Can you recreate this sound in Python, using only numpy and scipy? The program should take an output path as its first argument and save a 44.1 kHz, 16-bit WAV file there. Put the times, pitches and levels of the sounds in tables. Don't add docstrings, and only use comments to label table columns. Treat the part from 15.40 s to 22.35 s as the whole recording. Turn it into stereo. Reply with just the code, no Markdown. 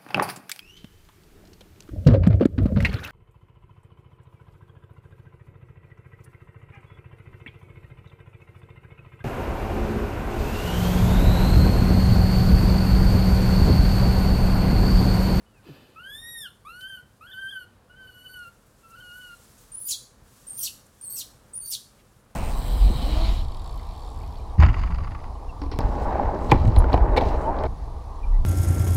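import sys
import numpy as np
from scipy import signal
from scipy.fft import rfft, irfft
from scipy.io import wavfile
from scipy.ndimage import uniform_filter1d, map_coordinates

SR = 44100
rng = np.random.default_rng(int(sys.argv[2]) if len(sys.argv) > 2 else 0)


def natural_amplitude(level_db):
    exponent = np.asarray(level_db, float) / 20
    return 10 ** exponent


def bounce(signal):
    frames = np.transpose(np.atleast_2d(signal))
    limited = np.clip(frames, -1, 1)
    pcm = np.round(limited * 32767).astype(np.int16)
    wavfile.write(sys.argv[1], SR, pcm)


N = 306529
T = np.arange(N) / SR
FFT_N = N + 671

# [f/Hz, likeness 0 to 1]
LIKENESS = [(30, .99), (60, 1), (150, 0.89), (300, 0.88), (600, 0.87), (1500, 0.84), (3000, 0.96),
            (5000, 0.87), (10000, 0.74), (12500, 1)]
# [t/s, f/Hz]
COO_PITCHES = [
    [(.558, 1232), (.61, 1428), (.728, 1725), (.809, 1844), (.9, 1897), (1.005, 1826), (1.043, 1686),
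     (1.077, 1380), (1.1, 1370)],
    [(1.248, 1083), (1.278, 1276), (1.31, 1383), (1.422, 1524), (1.545, 1546), (1.581, 1447), (1.625, 1470)],
    [(1.808, 1198), (1.845, 1412), (1.9, 1506), (1.96, 1515), (2.0, 1574), (2.06, 1552), (2.11, 1608),
     (2.18, 1521), (2.25, 1416)],
    [(2.495, 1403), (2.59, 1554), (2.715, 1461), (2.85, 1489), (2.95, 1496), (3.066, 1386), (3.11, 1428)],
    [(3.43, 1343), (3.54, 1332), (3.59, 1462), (3.72, 1432), (3.765, 1488), (3.84, 1469), (3.92, 1397),
     (3.97, 1376)],
]
# [t/s, level/dB, left minus right/dB]
COO_PEAKS = [
    (1.04, -39, -1),
    (1.52, -41.5, -2),
    (2.14, -40, 1),
    (2.97, -45, -0.7),
    (3.83, -42.5, 0.5),
]
# [t/s, f/Hz, level/dB]
SQUEAL_WHISTLES = [
    [(4.318, 8670, -46), (4.325, 8800, -40), (4.342, 9560, -38), (4.362, 9830, -43), (4.376, 10020, -36.5),
     (4.42, 10060, -36.5), (4.456, 9500, -36), (4.48, 9770, -43), (4.5, 9700, -33.5)],
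    [(5.068, 8300, -43), (5.082, 9150, -36.5), (5.105, 9110, -40), (5.122, 8510, -38.5),
     (5.15, 8860, -43.5), (5.192, 9510, -32.5), (5.21, 8410, -39), (5.232, 8590, -42)],
    [(5.612, 8560, -41), (5.641, 9420, -37), (5.661, 8000, -40), (5.683, 8650, -35.5), (5.705, 8010, -39.5),
     (5.733, 9050, -36.5), (5.757, 8010, -38.5), (5.798, 8140, -42.5)],
    [(6.132, 8100, -52), (6.136, 8400, -34.5), (6.148, 9030, -35), (6.158, 9750, -32.5), (6.2, 9400, -36),
     (6.21, 9040, -41), (6.3, 9200, -37), (6.316, 8350, -36.5)],
]


def unit(x):
    return x / np.sqrt(np.mean(x ** 2) + 1e-20)


def along(points, hz):
    f, v = np.transpose(points)
    return np.interp(np.log(hz + 1), np.log(f + 1), v)


def curves(rows, edge=0.0077):
    s, *cols = np.transpose(rows)
    gate = np.clip(np.minimum(T - s[0], s[-1] - T) / edge + 1, 0, 1)
    return [gate] + [np.interp(T, s, c) for c in cols]


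def phrases(tables, edge=0.0018):
    gate = sum(curves([rows[0][:1], rows[-1][:1]], edge)[0] for rows in tables)
    return [gate] + curves(sum(tables, []))[1:]


def moments(events, width_s):
    return sum(db * np.exp(-((T - s) / width_s) ** 2) for s, db in events)


def rounded(curve, seconds):
    return uniform_filter1d(curve, int(seconds * SR) + 1)


def wobble(rate):
    coarse = T[::8]
    knots = rng.standard_normal(int(N * rate / SR) + 4)
    return np.interp(T, coarse, map_coordinates(knots, [coarse * rate]))


def turns(hz):
    return 2 * np.pi * np.cumsum(hz) / SR


def glide(rows):
    gate, hz, db = curves(rows)
    return gate * natural_amplitude(db + 6.0) * np.sin(turns(hz))


def noise(spectrum, alike=((1, 1), (2, 1)), bands=()):
    hz = np.fft.rfftfreq(FFT_N, 1 / SR)
    turn = np.arccos(np.clip(along(alike, hz), -1, 1)) / 2
    level_db = along([(1, -120)] + list(spectrum) + [(SR / 2, -120)], hz)
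    level_db = level_db + sum(db * np.exp(-((hz - c) / w * 2) ** 2) for c, w, db in bands)
    shape = natural_amplitude(level_db) * [np.cos(turn), np.sin(turn)]
    mid, side = irfft(rfft(rng.standard_normal((2, FFT_N))) * shape)[:, :N]
    return unit(np.array([mid + side, mid - side]))


def rumble():
    # [f/Hz, level/dB per Hz]
    far_colour = [(15, -42), (27, -16), (36, 0.5), (48, -4), (70, -4), (118, -4.5), (175, -14),
                  (215, -10.5), (380, -15), (508, -13.5), (667, -18), (1110, -18.5), (1700, -22.5),
                  (2000, -27.5), (5000, -34.5)]
    return natural_amplitude(-58.5 + 1.1 * wobble(8) + 0.11 * wobble(2.14)) * noise(far_colour, LIKENESS)


def engine():
    # [t/s, firing late by/s]
    hunting = [(0, .003), (1.2, .0033), (1.95, .0072), (2.75, .0079), (3.8, .0083), (4.8, .0079),
               (5.65, .006), (6.15, .0033), (6.95, -.003)]
    # [delay after firing/s, f/Hz, level/dB, t60/s]
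    strokes = [
        (0, 122, -40.5, .036),
        (.004, 204.5, -63, .35),
        (.045, 235, -59, .05),
        (.096, 505, -55, .06),
        (.03, 280, -66, .15),
    ]
    firing_hz, first_firing_s, rise_s = 9.728, 0.7, 0.005
    cycle = (T - first_firing_s - curves(hunting)[1]) * firing_hz + 10
    size = natural_amplitude(1.8 * rng.standard_normal((100, len(strokes))))
    out = np.zeros(N)
    for k, (delay, hz, db, t60) in enumerate(strokes):
        at = cycle - delay * firing_hz
        for back in range(3):
            t = (at % 1 + back) / firing_hz
            ring = natural_amplitude(db - 60 * t / t60) * (1 - np.exp(-t / rise_s)) * np.sin(2 * np.pi * hz * t)
            out += size[at.astype(int) - back, k] * ring
    return out


def foliage():
    # [t/s, level/dB]
    breeze = [(0, -77.5), (.25, -75), (.7, -75.5), (1.8, -74.5), (2.4, -76.5), (2.9, -71), (3.3, -71),
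              (4.04, -62.5), (4.3, -64), (4.72, -74), (4.83, -71.5), (4.89, -65), (5.02, -62.5),
              (5.46, -69), (5.6, -67), (6, -71), (6.6, -70), (6.95, -74.5)]
    # [f/Hz, level/dB per Hz]
    leaf_colour = [(1180, 2.5), (2000, -5), (2390, -6), (3220, -4), (3900, -3.5), (7900, 0.5), (12700, -4),
                   (16400, -11)]
    clumps_db = 0.27 * wobble(2.27) + 0.96 * wobble(60)
    return natural_amplitude(curves(breeze)[1] + 4.0 + clumps_db) * noise(leaf_colour, LIKENESS)


def insect():
    # [f/Hz, level/dB per Hz]
    wing_colour = [(9000, -31), (9500, -9), (10000, -2), (10500, -42)]
    nearer_db = 0.5 * np.clip((T - 1.8) / 0.36, 0, 1)
    return natural_amplitude(-82 + nearer_db + 2.5 * wobble(15)) * noise(wing_colour, LIKENESS)


def bird():
    # [t/s, f/Hz, level/dB]
    notes_sung = [
        [(.065, 2950, -71), (.1, 2970, -80), (.125, 2900, -82), (.15, 2670, -72), (.19, 2440, -68)],
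        [(.14, 1780, -80), (.17, 1720, -80), (.2, 1540, -68), (.222, 1490, -75)],
    ]
    return sum(glide(rows) for rows in notes_sung)


def shaken_leaves():
    # [f/Hz, level/dB per Hz]
    swish_colour = [(150, -1), (350, 1.5), (900, -9.5), (1400, -11), (1800, -15), (2200, -19), (3000, -13),
                    (4900, -20), (5400, -25), (10500, -35), (12500, -22), (15000, -32)]
    # [f/Hz, width/Hz, level/dB]
    hollows = [(1760, 170, 8), (2530, 390, 10), (3000, 150, 8.5), (3550, 150, 5), (4130, 150, 8),
               (4700, 370, 7.5)]
    start_s, rise_s, hold_s = 0.22, 0.096, 0.012
    rise = np.clip((T - start_s) / rise_s + 0.13, 0, 1)
    fade_db = 121 * np.maximum(T - start_s - rise_s - hold_s, 0) ** 2
    fade_db = fade_db + 19.0 * np.maximum(T - start_s, 0)
    return rise * natural_amplitude(-50.5 - fade_db + 0.96 * wobble(47.0)) * noise(swish_colour, LIKENESS, hollows)


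def bough():
    # [t/s, f/Hz, level/dB]
    thump = [(.25, 513, -66), (.27, 336, -54), (.29, 206, -52.5), (.298, 160, -49), (.315, 139, -44.5),
             (.345, 125, -61)]
    # [t/s, f/Hz, level/dB]
    knock = [(.291, 450, -53), (.297, 350, -46), (.305, 286, -52), (.33, 265, -62)]
    return (glide(thump) + glide(knock)) * natural_amplitude([[1.5], [-1.5]])


def coo_breath():
    attack_s, release_s = 0.0041, 0.012
    gate, peak_db = np.zeros((2, N))
    for rows, (_, db, _) in zip(COO_PITCHES, COO_PEAKS):
        start, end = rows[0][0], rows[-1][0]
        gate += np.clip(np.minimum((T - start) / attack_s, (end - T) / release_s), 0, 1)
        peak_db += ((T > start) & (T < end)) * db
    return gate, peak_db


def coos():
    # [t/s, jump/Hz, length/s]
    flips = [(1.494, 47, 0.041), (1.881, 200, 0.024), (1.922, 285, 0.018), (2.114, 99.7, 0.013),
             (2.513, 55, 0.021), (2.694, 37, 0.014), (2.851, 27, 0.02), (3.521, 57.8, 0.0121),
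             (3.561, 120, 0.018), (3.61, 84, 0.018), (3.813, 17, 0.014)]
    # [f/Hz, level/dB]
    throat = [(3000, 8), (4500, -2.5), (5000, -12), (5700, -12.5), (6100, -15), (6400, -10), (7500, -16.5),
              (9000, -2.5), (10500, -6.5), (12000, 1.5), (13500, -19), (16000, -28)]
    # [t/s, depth/dB]
    catches = [(0.644, -8), (.705, -11), (0.781, -8), (.81, -9), (.925, -6), (.99, -15), (1.02, -1),
               (1.32, 0), (1.411, -7), (1.491, -18), (1.562, -14), (1.881, -8), (1.925, -6), (2.01, -10),
               (2.095, -10), (2.114, -8), (2.145, -9), (2.2, -3), (2.528, -24), (2.56, -15), (2.68, -32),
               (2.85, -3), (2.885, -11), (2.935, -2), (3.485, -5), (3.57, -8), (3.82, -11), (3.89, -4)]
    # [t/s, level/dB]
    glints = [(.625, -15), (.665, -10), (.69, -8), (.85, -9), (.965, -2), (1.39, -10), (1.489, -5),
              (1.855, -15), (1.899, -8), (2.005, -6), (2.045, -4), (2.145, -10), (2.2, -2), (2.55, -17),
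              (2.665, -16), (2.74, -1), (2.805, -5), (2.838, -24), (2.865, 7), (2.9, -18), (2.945, 10),
              (3.49, -7), (3.555, -7), (3.597, -6), (3.61, 8), (3.625, -8), (3.91, -6)]
    # [t/s, first partial level/dB, second over first/dB]
    low_levels = [
        [(0.562, -50.5, -7), (0.672, -42.5, -3), (0.8, -53.5, 9), (0.862, -46.5, -4), (0.932, -54.5, 2.5),
         (0.964, -44, -3), (0.986, -55.5, 12.5), (1.064, -43.5, 1.5), (1.1, -59, -19)],
        [(1.252, -48, -16), (1.282, -42.5, -12.5), (1.312, -49.5, -4), (1.394, -44, -13.5), (1.416, -49, 3),
         (1.44, -41.5, -3), (1.546, -41, -3.5), (1.608, -50.5, -15), (1.625, -62, -3)],
        [(1.812, -48, -12.5), (1.93, -53, 7), (1.942, -44, -5.5), (2.072, -40, -6), (2.082, -46.5, 3),
         (2.172, -38.5, -5.5), (2.192, -47.5, -1.5), (2.218, -45.5, -12), (2.25, -57, -3)],
        [(2.5, -57.5, -9.5), (2.694, -47.5, -4), (2.71, -48, -15.5), (2.892, -51.5, 3.5), (2.902, -48.5, -16),
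         (2.948, -50, -5.5), (2.974, -44, -13.5), (3.076, -49.5, -4.5), (3.11, -63, -20)],
        [(3.435, -60, -9), (3.459, -53.5, -12), (3.487, -62, -15), (3.535, -51, -10), (3.689, -49.5, -4.5),
         (3.767, -46, -10), (3.813, -47, -3), (3.939, -50, -8), (3.965, -67, -15)],
    ]
    # [t/s, upper partials level/dB over the peak]
    opening = [
        [(.57, -33), (.66, -21), (.75, -7.5), (.91, -1), (1.03, -0.5), (1.07, -19.5)],
        [(1.27, -18.5), (1.4, -14), (1.55, -14), (1.61, -26)],
        [(1.82, -26.5), (1.89, -22), (2.09, -13.5), (2.235, -19.5)],
        [(2.5, -51), (2.62, -22.5), (2.8, -15), (2.97, -10), (3.07, -21.5)],
        [(3.46, -40), (3.55, -25), (3.65, -19), (3.8, -14), (3.95, -20.5)],
    ]
    hz = rounded(phrases(COO_PITCHES)[1], 0.021)
    hz = hz + sum(jump * np.exp(-np.abs((T - s) / length * 2) ** 3) for s, jump, length in flips)
    slur_db = -np.abs(rounded(np.gradient(hz) * SR, .004)) / 4000
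    hz = hz + 7 * wobble(70)
    phase = turns(hz)
    upper = np.zeros(N)
    for k in range(3, 11):
        partial_db = along(throat, k * hz) + 1.9 * wobble(50) + 2.06 * wobble(140) + slur_db
        upper += natural_amplitude(partial_db) * np.sin(k * phase)
    gate, peak_db = coo_breath()
    _, first_db, second_db = phrases(low_levels)
    first = natural_amplitude(moments(catches, 0.0077)) * natural_amplitude(0.25 * wobble(70)) * np.sin(phase)
    second = natural_amplitude(second_db + 0.67 * wobble(70) + moments(glints, 0.0083)) * np.sin(2 * phase)
    low = 1.485 * natural_amplitude(first_db) * (first + second)
    return gate * (low + natural_amplitude(peak_db + phrases(opening)[1] - 4.0) * upper)


def grove(x):
    # [f/Hz, t60/s]
    echo_t60 = [(1000, 0.36), (3000, 0.35), (6000, 0.43), (11000, 0.39), (16000, 0.31)]
    # [f/Hz, level/dB]
    spread = [(1000, -4), (2500, -22.5), (5000, -12), (11000, -10.5), (12000, -23)]
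    out = np.zeros((2, N + SR))
    step = SR // 4
    for start in range(0, N, step):
        hz, t, z = signal.stft(rng.standard_normal((2, SR // 2)), SR, nperseg=256)
        decay = natural_amplitude(-60 * t / along(echo_t60, hz)[:, None])
        decay = decay + 2.62 * natural_amplitude(-60 * t / 0.081)
        z[1] *= natural_amplitude(along(spread, hz))[:, None]
        common, apart = signal.istft(z * decay, SR, nperseg=256)[1]
        tail = np.array([common + apart, common - apart]) / np.linalg.norm(common)
        begin = max(start - step, 0)
        piece = x[begin:start + step]
        fade = np.hanning(2 * step)
        fade = fade[-len(piece):] if start == 0 else fade[:len(piece)]
        answer = signal.fftconvolve((piece * fade)[None], tail, axes=1)
        out[:, begin + 130:][:, :answer.shape[1]] += answer
    return out[:, :N]


def ticks():
    # [t/s, level/dB, centre f/Hz, length/s, width/octaves]
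    snaps = [(1.411, -51, 3980, 0.003, .9), (1.417, -54, 7000, 0.0025, 1.3), (1.428, -58, 8000, 0.004, 1.5),
             (1.435, -63, 8000, .012, 0.94), (2.893, -68, 12500, .006, .3), (2.994, -61, 6400, 0.0031, .35),
             (3.051, -66, 7000, .004, .9), (3.076, -62, 10950, .018, 1.1), (3.27, -66, 12100, 0.01, 1.3),
             (3.489, -62, 11500, .005, 0.51), (3.508, -60.5, 7500, 0.012, 1.14),
             (3.718, -63, 4790, 0.005, .3), (3.768, -62, 9530, 0.038, 1), (3.972, -58, 8600, 0.0039, 0.38),
             (4.117, -73.5, 10000, 0.02, .9), (4.187, -60, 7460, 0.014, 0.67),
             (4.216, -57, 10760, 0.016, 2), (5.467, -60, 9000, .006, .6), (6.601, -63.5, 2457, 0.016, 0.87)]
    out, t = np.zeros((2, N + SR)), np.arange(-2000, 2000) / SR
    hz = np.fft.rfftfreq(len(t), 1 / SR)
    for s, db, centre_hz, length, width in snaps:
        grain = rng.standard_normal((2, len(t)))
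        stereo = grain[0] + 0.15 * grain[1] * [[1], [-1]]
        band = np.exp(-(np.log2(hz / centre_hz + 1e-9) / width) ** 2)
        puff = unit(irfft(rfft(stereo) * band))
        out[:, round(s * SR) - 2000:][:, :len(t)] += natural_amplitude(db) * puff * np.exp(-(t / length) ** 2)
    return out[:, :N]


def split(rows, phase, count):
    spans = [[(s, *rest), (s + length, *rest)] for s, length, *rest in rows]
    gate, below_db, above_db, slip = phrases(spans)
    slip = slip * wobble(300)
    below, above = np.zeros((2, N))
    for k in range(1, count):
        line_db = below_db + 28.0 * np.log2(k / (count - 1))
        below += natural_amplitude(line_db) * np.sin(k / count * phase + slip)
    for k in range(count + 1, 2 * count):
        above += natural_amplitude(above_db - 3.0 * (k - count - 1.5)) * np.sin(k / count * phase + slip)
    flutter = natural_amplitude(0.5 + 6.7 * np.tanh(wobble(130)) + 1.6 * np.tanh(wobble(400)))
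    return gate * flutter * (below + above)


def whistles():
    # [t/s, depth/dB]
    stumbles = [(4.338, -15), (4.368, -20), (4.399, -7), (4.439, -8), (4.451, -12), (5.091, -17),
                (5.128, -8), (5.185, -7), (5.625, -7), (5.687, -10), (5.698, -8), (5.733, -8), (6.146, -6),
                (6.185, -10), (6.208, -17), (6.27, -4), (6.281, -4)]
    # [t/s, f/Hz, level/dB]
    undertones = [
        [(5.635, 4440, -76), (5.67, 4260, -69)],
        [(5.698, 4405, -65), (5.74, 4517, -57), (5.755, 4300, -62)],
        [(5.078, 8450, -57), (5.12, 8590, -43)],
        [(5.186, 3420, -63), (5.215, 3000, -67)],
        [(5.184, 15900, -50), (5.203, 15600, -52)],
        [(5.768, 2710, -68), (5.786, 2680, -67)],
        [(6.222, 6500, -77), (6.262, 6500, -70)],
    ]
    # [t/s, length/s, lines below/dB, lines above/dB, slip/rad]
    halves = [
        (4.454, 0.03, -54, -39, .6),
        (5.652, .026, -75, -51, 1.4),
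        (5.694, 0.023, -78, -43, 2.2),
        (5.721, 0.037, -78, -43, 1.0),
        (6.213, 0.095, -52.5, -47.5, 0.8),
    ]
    thirds = [
        (5.125, 0.041, -80, -60, 1.5),
        (5.184, 0.031, -50, -43, 2.5),
        (5.216, 0.027, -36, -38, 1),
        (5.757, 0.033, -51, -46.5, 1.3),
        (6.302, 0.015, -49, -34.5, .8),
    ]
    quarters = [
        (4.44, 0.012, -61, -66, 1.4),
        (4.47, 0.014, -46, -64, 1.3),
    ]
    gate, hz, db = phrases(SQUEAL_WHISTLES, 0.00086)
    hz = rounded(hz, 0.0032) + 40 * wobble(160)
    phase = turns(hz)
    db = db + moments(stumbles, 0.0023) + 3.4 * np.tanh(wobble(300))
    octave = natural_amplitude(-11) * (hz < 8400) * np.sin(2 * phase)
    tone = gate * natural_amplitude(db) * (1.11 * np.sin(phase) + octave)
    hum = sum(glide(rows) for rows in undertones) * natural_amplitude(4.7 * np.tanh(wobble(110)) + 2.9 * wobble(350))
    return tone + hum + split(halves, phase, 2) + split(thirds, phase, 3) + split(quarters, phase, 4)


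def arc(share, at, db, before_db, after_db):
    return db - np.maximum(before_db * (at - share), after_db * (share - at))


def breaking():
    # [t/s, length/s, effort level/dB]
    rasp_spans = [
        (4.478, 0.062, -31.5),
        (5.226, 0.054, -37),
        (5.758, 0.063, -39.5),
        (6.309, 0.044, -34),
    ]
    # [hiss/dB, shrill hiss/dB, leak before it/dB, pitch scatter/Hz]
    rasp_breath = [
        (-1.5, -3, -26.5, 1160),
        (2.5, -1, -17, 780),
        (0, 6.5, -25, 417),
        (0, 2, -28, 600),
    ]
    rasp_arcs = [
        (.35, 0.53),
        (.6, 0.43),
        (.75, .6),
        (.75, 0.54),
    ]
    # [share of the length, f/Hz]
    plunges = [
        [(0, 7184), (.45, 6677), (.72, 4300), (.9, 4055), (1, 3497)],
        [(0, 5790), (.4, 5760), (.6, 4500), (.8, 3907), (1, 2595)],
        [(0, 6100), (.25, 5775), (.55, 5000), (.75, 4300), (1, 3146)],
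        [(0, 5770), (.4, 5130), (.7, 4150), (1, 3614)],
    ]
    out = np.zeros((6, N))
    calls = zip(SQUEAL_WHISTLES, plunges, rasp_spans, rasp_breath, rasp_arcs)
    for whistle, plunge, (s, length, db), breath, (smear_at, hiss_at) in calls:
        hiss_db, shrill_db, leak_db, scatter_hz = breath
        span = slice(round(whistle[0][0] * SR), round((s + length) * SR))
        share = (T[span] - s) / length
        inside = np.clip(share, 0, 1)
        leak_db = db + leak_db + 154 * np.minimum(T[span] - s, 0)
        voice_db = db + arc(share, 1.7, 0.5, 9.5, 4) + 110 * np.minimum(share, 0)
        hiss = np.clip(share / 0.24 + 0.4, 0, 1) * natural_amplitude(db + hiss_db + arc(share, hiss_at, -0.89, 16, 17))
        shrill = np.clip(share / 0.2 + .45, 0, 1) * natural_amplitude(db + shrill_db + arc(share, -0.7, 4.5, 13, 13))
        out[0, span] = np.interp(inside, *np.transpose(plunge))
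        out[1, span] = scatter_hz * (.5 + 0.62 * np.sin(np.pi * inside ** 0.7))
        out[2, span] = natural_amplitude(voice_db)
        out[3, span] = hiss + natural_amplitude(leak_db)
        out[4, span] = shrill + natural_amplitude(leak_db + 9.5)
        out[5, span] = np.clip(share / 0.27, 0, 1) * natural_amplitude(db + arc(share, smear_at, -0.58, 7, 4.8))
    return out[0], out[1], *[rounded(gain, 0.00075) for gain in out[2:]]


def rasps():
    # [f/Hz, level/dB per Hz]
    mouth_hiss = [(2300, -16.5), (3100, -7), (4300, -10.5), (6500, 1), (8000, 0.5), (10000, 0),
                  (11500, -4.5), (13000, -29)]
    # [f/Hz, level/dB per Hz]
    shrill_hiss = [(9500, -49), (11000, -3), (12000, 6), (13000, 3), (14300, 6), (15300, -2), (16200, -6),
                   (18000, 12.5)]
    # [f/Hz, level/dB per Hz]
    low_puff = [(2600, -17), (3300, -13), (4500, 1), (6000, 3), (7000, -5), (8000, -20)]
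    # [f/Hz, level/dB]
    gape = [(2600, -22), (3200, -12), (3800, -4), (4300, 8), (5200, 5), (7000, -5)]
    # [t/s, length/s, shrill level/dB, low level/dB]
    puff_list = [
        (4.4, 0.044, -53, -72),
        (5.076, 0.027, -59, -70),
        (5.123, 0.05, -59, -70),
        (5.179, 0.057, -43, -55),
        (5.617, 0.035, -60, -71),
        (5.7, 0.1, -46, -63.5),
        (6.146, 0.028, -57, -65),
        (6.26, 0.042, -47, -59),
    ]
    # [t/s, f/Hz, level/dB]
    landings = [
        [(4.526, 4300, -42), (4.533, 4150, -36), (4.54, 3950, -43)],
        [(4.534, 3500, -46), (4.546, 3300, -44)],
        [(5.796, 5900, -50), (5.812, 5700, -50)],
        [(5.258, 4500, -47), (5.268, 4250, -45)],
        [(6.338, 4150, -46), (6.349, 3750, -46)],
    ]
    hz, spread_hz, voiced, hiss, shrill, smeared = breaking()
    grit, sputter = natural_amplitude(1.4 * wobble(500)), natural_amplitude(2.5 * wobble(120))

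    phase = turns(hz + 0.687 * spread_hz * np.tanh(wobble(550)))
    voice = 1.35 * np.sin(phase) + natural_amplitude(-16.5) * sputter * np.sin(2 * phase)
    voice += natural_amplitude(-13) * grit * np.sin(1.9 * phase) + natural_amplitude(-23.5) * np.sin(phase / 2)
    voice *= natural_amplitude(-4) * voiced * natural_amplitude(along(gape, hz) + 5.0 * np.tanh(wobble(250)))

    mouth = np.zeros(N)
    for band_hz in (4500, 7000, 10000):
        mouth += natural_amplitude(3.9 * np.tanh(wobble(90))) * noise(mouth_hiss, bands=[(band_hz, 2500, 9)])[0]
    breath = hiss * mouth / 1.8 + shrill * sputter * natural_amplitude(1.2 * wobble(40)) * noise(shrill_hiss)[0]

    plunge = turns(hz)
    chaos = np.zeros(N)
    smear_hz = 898.7
    for k, db in [(1, -0.5), (1.5, -7.5)]:
        smear = wobble(smear_hz) * np.sin(k * plunge) + wobble(smear_hz) * np.cos(k * plunge)
        chaos += natural_amplitude(db) * smear
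    chaos *= smeared * natural_amplitude(2.5 * np.tanh(wobble(140)))

    spans = [[(s, high, low), (s + length, high + 1.3, low + 1.0)] for s, length, high, low in puff_list]
    gate, shrill_db, low_db = phrases(spans, 0.0063)
    puffs = natural_amplitude(shrill_db) * noise(shrill_hiss)[0] + natural_amplitude(low_db) * noise(low_puff)[0]
    puffs *= gate * sputter

    locked = grit * sum(glide(rows) for rows in landings)
    burst = chaos + locked + puffs + voice + grit * breath
    return signal.sosfilt(signal.butter(4, 2200, "high", fs=SR, output="sos"), burst)


def scene():
    background = rumble() + engine() + foliage() + insect() + bird()
    coo, squeal = coos(), whistles() + rasps()
    side_db = curves([(row[0], row[-1]) for row in COO_PEAKS])[1]
    near = coo * natural_amplitude(side_db / 2 * [[1], [-1]]) + squeal * natural_amplitude([[.2], [-.2]])
    echo = grove(natural_amplitude(-4.5) * coo + natural_amplitude(-1.0) * squeal)
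    return background + shaken_leaves() + bough() + near + echo + ticks()


def top_cut(x):
    return signal.sosfilt(signal.butter(12, 16550, fs=SR, output="sos"), x)


def record(dry):
    passed = np.fft.rfftfreq(FFT_N, 1 / SR) < 16550
    kept = irfft(rfft(dry, FFT_N) * passed)[:, :N]
    return top_cut(kept)


dry = scene()
out = record(dry)
bounce(out)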